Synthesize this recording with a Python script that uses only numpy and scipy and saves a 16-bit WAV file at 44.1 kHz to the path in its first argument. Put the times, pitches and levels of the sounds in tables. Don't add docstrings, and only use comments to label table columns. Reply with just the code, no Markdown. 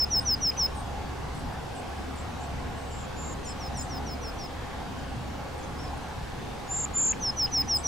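import sys
import numpy as np
from scipy import signal
from scipy.fft import rfft, irfft, next_fast_len
from scipy.io import wavfile
from scipy.ndimage import uniform_filter1d, map_coordinates

SR = 44100
rng = np.random.default_rng(int(sys.argv[2]) if len(sys.argv) > 2 else 0)


def generate_wav(signal):
    frames = np.transpose(np.atleast_2d(signal))
    scaled = np.clip(frames, -1, 1) * 32767
    pcm = np.round(scaled).astype(np.int16)
    wavfile.write(sys.argv[1], SR, pcm)


N = 347067
T = np.arange(N) / SR


def amp(db):
    return 10 ** (np.asarray(db) / 20)


def unit(x):
    return x / np.sqrt(np.mean(x ** 2) + 1e-20)


def along(points, hz):
    f, v = np.transpose(points)
    return np.interp(np.log(hz + 1), np.log(f + 1), v)


def wobble(rate):
    return map_coordinates(rng.standard_normal(int(N * rate / SR) + 4), [T * rate])


def filtered(x, response):
    m = next_fast_len(N + 8192)
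    return irfft(rfft(x, m) * response(np.fft.rfftfreq(m, 1 / SR)), m)[..., :N]


def span(start, length):
    return (round(start * SR) + np.arange(round(length * SR))) / SR


def add(out, t, hz, db, second_db=-120, third_db=-120, waver=0.036):
    hz, db = uniform_filter1d([hz, db], size=89, mode="nearest")
    hz = hz * (1 + waver * uniform_filter1d(rng.standard_normal(len(t)), size=131))
    phase = 2 * np.pi * (np.cumsum(hz) / SR + rng.random())
    tone = np.sin(phase) + amp(second_db) * np.sin(2 * phase) + amp(third_db) * np.sin(3 * phase)
    edge = np.clip(np.minimum(t - t[0], t[-1] - t) / 0.0011, 0, 1)
    note = np.sqrt(2) * amp(db) * edge * tone
    inside = (t >= 0) & (t < T[-1])
    out[np.round(t[inside] * SR).astype(int)] += note[inside]


def echoes(x, delay, t60, channels):
    t = np.arange(SR // 2) / SR
    lumps = amp(0.85 * wobble(270)[:len(t)])
    decay = amp(-60 * t / t60) * (t > delay)
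    tail = rng.standard_normal((channels, len(t))) * lumps * decay
    tail = tail / np.linalg.norm(tail[0])
    stirred = x * np.cos(2.45 * wobble(90))
    return signal.fftconvolve(stirred[None], tail, axes=1)[:, :N]


def patchy(pair, depth_db):
    z = signal.stft(pair, nperseg=1024)[2]
    field = uniform_filter1d(rng.standard_normal(z.shape[1:]), size=5, axis=0)
    field = uniform_filter1d(field, size=14, axis=1)
    return signal.istft(z * amp(depth_db * unit(field)), nperseg=1024)[1][:, :N]


# frequency in Hz, relative noise density in dB per Hz.
ROAR_SPECTRUM = [(12, -39), (20, -6.5), (66, -5.5), (140, -6), (183, -9.5), (242, -9.5), (272, -7),
                 (310, -13), (477, -12), (517, -12), (561, -14.5), (630, -18), (690, -12.5), (830, -10.5),
                 (915, -16), (1020, -17.5), (1100, -15), (1220, -20), (1680, -21.5), (1810, -23.5),
                 (3800, -29.5), (6720, -36), (13000, -48), (15000, -49.5)]
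# frequency in Hz, left-right correlation (1 is mono).
ROAR_LIKENESS = [(25, 0.97), (60, 1), (99, 0.86), (160, 0.77), (270, 0.15), (450, -0.15), (740, 0.87),
                 (1220, 0.57), (2010, 0.33), (3330, 0.29), (5500, 0.53), (9080, 0.57), (15000, 0.34)]


def traffic_roar():
    def mid_side_response(hz):
        angle = np.arccos(np.clip(along(ROAR_LIKENESS, hz), -1, 1)) / 2
        return amp(along(ROAR_SPECTRUM, hz)) * [np.cos(angle), np.sin(angle)]

    noise = patchy(rng.standard_normal((2, N)), depth_db=1.5)
    mid, side = filtered(noise, mid_side_response)
    return unit(np.array([mid + side, mid - side])) * amp(-36 + 0.1 * wobble(3.5))


# time in seconds, mean pitch in Hz, level in dB before trim and waver.
DRONE_COURSE = [(0.0, 69, -39.5), (1.58, 69.2, -43.5), (1.78, 74, -52), (1.9, 70, -39.5), (2.19, 71.2, -44),
                (2.28, 75.5, -44), (2.5, 70.16, -42), (6.16, 72, -44), (6.55, 69, -52), (6.68, 63, -55),
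                (6.79, 62.5, -46), (6.9, 72.7, -42), (7.15, 74, -54), (7.28, 67.6, -51), (7.43, 74.2, -43),
                (7.87, 74.3, -43)]


def traffic_drone():
    s, hz, db = np.transpose(DRONE_COURSE)
    pitch_hz = np.interp(T, s, hz) + 0.79 * wobble(3)
    level_db = np.interp(T, s, db) - 0.5 + 1.1 * wobble(8)
    return np.sqrt(2) * np.sin(2 * np.pi * np.cumsum(pitch_hz) / SR) * amp(level_db)


# start in seconds, centre in Hz, noise level in dB before shaping.
DULL_TICKS = [(.512, 2500, -44), (.566, 2700, -45.5), (.664, 2500, -48), (6.855, 2250, -48),
              (7.127, 2300, -39), (7.468, 2700, -40.5), (7.62, 2500, -46)]


def ticks():
    rise_s, hold_s, fall_s = .002, 0.0085, .004
    out = np.zeros(N)
    for s, centre_hz, db in DULL_TICKS:
        noise = rng.standard_normal(N)
        puff = unit(filtered(noise, lambda hz: np.exp(-((hz - centre_hz) / 650) ** 2)))
        rise = np.clip((T - s) / rise_s, 0, 1)
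        fall = np.exp(-np.clip((T - s - hold_s) / fall_s, 0, None))
        out += amp(db) * rise * fall * puff
    return out * amp(1.0 * wobble(300))


# centre time in seconds, pitch in Hz, peak level in dB before placing.
SHORT_PEEPS = [(1.355, 10200, -56), (1.376, 10250, -60), (1.395, 10300, -55), (1.536, 8400, -59),
               (1.895, 10250, -65), (4.992, 6900, -57), (5.98, 9100, -57)]


def peeps():
    out = np.zeros(N)
    for s, hz, db in SHORT_PEEPS:
        t = span(s - .008, .016)
        add(out, t, hz + 0 * t, db - 9 * ((t - s) / 0.0078) ** 2)
    return out


# start in seconds, length in seconds, first, middle and last pitch in Hz,
# first and last level in dB before placing.
FAR_WHISTLES = [(2.765, 0.24, 8420, 7940, 7780, -61, -63), (4.388, .06, 4800, 4850, 4790, -58, -60),
                (5.578, 0.042, 9000, 7500, 6550, -57, -62), (5.63, .024, 6400, 6440, 6480, -55, -56),
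                (5.768, .018, 4820, 4960, 5000, -62, -62), (5.789, .036, 5180, 5480, 5550, -52, -58),
                (5.827, .034, 5470, 5380, 5100, -55, -52.5), (5.872, .014, 5050, 4950, 4900, -58, -53),
                (5.892, .012, 5000, 4980, 4950, -62, -62), (5.834, 0.022, 7750, 7550, 7420, -62, -63),
                (6.778, 0.02007, 9000, 8550, 8000, -60, -51)]


def whistles():
    out = np.zeros(N)
    for s, length, first_hz, middle_hz, last_hz, first_db, last_db in FAR_WHISTLES:
        t = span(s, length)
        u = (t - s) / length
        bow_hz = middle_hz - (first_hz + last_hz) / 2
        arc = 1 - (2 * u - 1) ** 2
        hz = first_hz + (last_hz - first_hz) * u + bow_hz * arc
        add(out, t, hz, first_db + (last_db - first_db) * u, waver=0.06)
    return out


# start in seconds, fall and rise in seconds, crest, trough and last pitch
# in Hz, how late the rise comes (1 is straight), level in dB before shaping and placing.
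CONTACT_CALLS = [(.174, 0.021, 0.04, 9000, 8200, 8950, 1.2, -51),
                 (.75, 0.022, 0.045, 9100, 8100, 9000, 1.6, -51.5),
                 (1.344, 0.021, .045, 9000, 7500, 8300, 0.72, -58),
                 (1.746, 0.025, 0.04, 9400, 7500, 8600, .9, -53),
                 (2.155, 0.024, 0.041, 8760, 7040, 8300, 0.75, -54),
                 (2.394, .016, 0.047, 8500, 6950, 8150, 1.4, -55.5),
                 (3.444, 0.022, 0.05, 8840, 6700, 8150, 0.8, -46),
                 (3.769, 0.022, 0.051, 8740, 6850, 8850, 2, -44),
                 (7.745, 0.028, 0.033, 9240, 7470, 8270, 0.67, -42)]


def contact_calls():
    hook_share, hook_depth = 0.3, 0.514
    fall_curve, edge_db, edge_s = 1.7, 8, 0.0063
    weak_fall_db, fade_db = 0.5, 4
    out = np.zeros(N)
    for s, fall, rise, crest_hz, trough_hz, last_hz, lateness, db in CONTACT_CALLS:
        t = span(s, fall + rise)
        high = np.interp(t - s, [0, hook_share * fall, fall], [1 - hook_depth, 1, 0]) ** fall_curve
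        late = np.clip((t - s - fall) / rise, 0, 1) ** lateness
        hz = trough_hz + (crest_hz - trough_hz) * high + (last_hz - trough_hz) * late
        edge = np.clip(1 - np.minimum(t - t[0], t[-1] - t) / edge_s, 0, 1)
        falling = np.clip((s + fall - t) / edge_s, 0, 1)
        level_db = db - edge_db * edge - weak_fall_db * falling - fade_db * late ** 2
        add(out, t, hz, level_db, waver=0.254)
    return out


def neighbours():
    def arrival(hz):
        return np.exp(1j * np.pi * hz * 3.5e-5 * np.array([[1], [-1]]))

    calls = contact_calls() * amp(2.5 * wobble(300))
    clear = whistles() + peeps()
    direct = filtered(calls + amp(1.5) * clear, arrival) * amp([[2.2], [.7]])
    near = amp(-.5) * echoes(calls, .001, t60=.11, channels=2)
    far = amp(-5) * echoes(calls + clear, 0.0073, t60=0.25, channels=2)
    return direct + near + far


# start and end in seconds, first and crest pitch in Hz, settling and swell in
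# seconds, level in dB before shaping and the channel, first and last dip in seconds, number of dips,
# share by which dips come faster at both ends.
WARBLED_NOTES = [(2.883, 3.057, 6900, 7600, 0.039, 0.046, -30.5, 2.929, 3.0496, 8, 0.064),
                 (3.157, 3.3415, 6900, 7500, 0.048, 0.036, -23.5, 3.198, 3.3355, 9, .03),
                 (6.678, 6.8534, 6690, 7495, 0.038, 0.052, -28, 6.7329, 6.8549, 8, 0.062),
                 (6.935, 7.123, 6880, 7384, 0.03, 0.038, -21.5, 6.9762, 7.116, 9, 0.098)]


def warbles():
    dip_hz, dip_grows_s = 1040, 0.047
    dip_in_s, dip_out_s, dip_pointed = 0.0035, .0028, 1.6
    choke_db, choke_lag_s, choke_s, choke_scatter = 5, 0.00086, 0.0013, .25
    sag_hz, sag_s = 242, 0.018
    out = np.zeros(N)
    for s, end, first_hz, crest_hz, settling, swell, db, first, last, count, hurry in WARBLED_NOTES:
        t = span(s, end - s)
        rising = np.clip(1 - (t - s) / swell, 0, 1)
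        even = np.linspace(0, 1, round(count))
        dips = first + (last - first) * (even - hurry * np.sin(2 * np.pi * even) / (2 * np.pi))
        lag = t[:, None] - dips
        width = np.where(lag < 0, dip_in_s, dip_out_s)
        depth = 1 - np.exp(-(dips - first + 0.015) / dip_grows_s)
        depth = depth * (1 - 0.16 * even ** 6)
        dip = (depth * np.exp(-np.abs(lag / width) ** dip_pointed)).sum(1)
        thinning = np.sqrt(depth) * np.exp(choke_scatter * rng.standard_normal(len(dips)))
        choke = (thinning * np.exp(-((lag - choke_lag_s) / choke_s) ** 2)).sum(1)
        settle = (crest_hz - first_hz) * np.exp(-(t - s) / settling)
        sag = sag_hz * np.exp((t - end) / sag_s)
        hz = crest_hz - settle - sag - dip_hz * dip
        add(out, t, hz, db - 24 * rising ** 1.5 - choke_db * choke)
    return out


# start and end in seconds, drop-in from above in Hz, shoulder and last pitch in Hz,
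# how much the slide slows down (0 is straight), final droop in Hz, level in dB before shaping and the channel.
FALLING_SLURS = [(-.052, 0.0464, 250, 5900, 5100, 1.7, 21, -21),
                 (0.1, 0.197, 180, 5880, 5086, 2.1, 18, -20.5),
                 (0.248, 0.348, 199, 5930, 5010, 1.75, 37, -21),
                 (0.405, 0.5035, 200, 5870, 5054, 1.9, 16, -21),
                 (0.568, 0.664, 170, 5950, 5116, 3.2, 8.1, -20),
                 (3.423, 3.528, 200, 6060, 5110, 2.1, 28, -24.5),
                 (3.581, 3.6817, 120.4, 5920, 5100, 2.7, 20, -20),
                 (3.736, 3.8258, 100, 5910, 5080, 2.1, 30, -17),
                 (3.883, 3.984, 120.4, 5900, 5040, 1.9, 50, -18),
                 (4.048, 4.145, 40.1, 5880, 5110, 2.7, 106, -18),
                 (4.206, 4.301, 60.2, 5900, 5120, 2.2, 87, -19.5),
                 (4.373, 4.463, 100, 5820, 5150, 1.9, 148, -19.5),
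                 (7.199, 7.306, 121, 6160, 5170, 2.3, 110, -26),
                 (7.361, 7.4616, 178.7, 5940, 5035, 2, 10.5, -22),
                 (7.514, 7.619, 301, 5890, 5070, 2.34, 16, -21),
                 (7.674, 7.7723, 250, 5790, 5014, 1.5, 16, -22),
                 (7.833, 7.93, 250, 5850, 5130, 2.2, 20, -21)]


def slurs():
    swell_db, swell_s, stop_db, stop_s = 28, 0.018, 5, 0.0039
    lead_s, shoulder_s, droop_s = .0105, .0245, 0.0132
    pip_lag_s, pip_s, pip_db = .018, .005, -29
    out = np.zeros(N)
    for s, end, lead_hz, shoulder_hz, last_hz, slows, droop_hz, db in FALLING_SLURS:
        length = end - s
        t = span(s, length + stop_s)
        age = t - s
        slid = np.clip((age - shoulder_s) / (length - shoulder_s), 0, 1)
        height = (np.exp(-slows * slid) - np.exp(-slows)) / (1 - np.exp(-slows))
        hz = last_hz + (shoulder_hz - last_hz) * height + lead_hz * np.exp(-age / lead_s)
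        hz = hz - droop_hz * np.exp((age - length) / droop_s)
        swelling_db = -swell_db * np.exp(-age / swell_s)
        stopping_db = -stop_db * np.clip(1 - (length - age) / stop_s, 0, 2) ** 2
        octave_db = -35 - 1.4 * (db + 27)
        add(out, t, hz, db + swelling_db + stopping_db, octave_db, third_db=-39)
        t = span(end + pip_lag_s * (1 + .15 * rng.normal()) - 2 * pip_s, 4 * pip_s)
        bell_db = -9 * ((t - t.mean()) / pip_s) ** 2
        add(out, t, last_hz + 0 * t, db + pip_db + 3.2 * rng.normal() + bell_db)
    return out


def overdriven(x, top, hardness):
    return x / (1 + np.abs(x / top) ** hardness) ** (1 / hardness)


def held_down(x, top, hardness):
    size = np.abs(signal.hilbert(x, next_fast_len(N)))[:N] + 1e-9
    held_size = size / (1 + (size / top) ** hardness) ** (1 / hardness)
    return x * held_size / size


# time in seconds, gain in dB.
SONG_FADER = [(0, 0), (1.5, -3), (2, -21.5), (5, -19), (5.5, -4), (8, -.1)]


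def tit():
    near = 0
    for notes, ceiling, top in ((slurs(), overdriven, 0.077), (warbles(), held_down, .1)):
        song = notes * amp(1.1 * wobble(150))
        song = song + amp(-22.0) * echoes(song, 0.0087, t60=0.21, channels=1)[0]
        near = near + ceiling(song, top, hardness=17.0)
    near = near * amp(np.interp(T, *np.transpose(SONG_FADER)))
    return near + amp(-46) * echoes(near, 0.011, t60=0.33, channels=2)


def scene():
    return traffic_roar() + traffic_drone() + ticks() + neighbours() + tit()


def record(dry):
    top_hz, edge_hz = 15830, 240

    def response(hz):
        softening = amp(-4.5 * np.clip((hz - 14600) / 1200, 0, 1))
        return softening * np.clip((top_hz - hz) / edge_hz + .5, 0, 1)

    return filtered(dry, response) + 0.0018


dry = scene()
out = record(dry)
generate_wav(out)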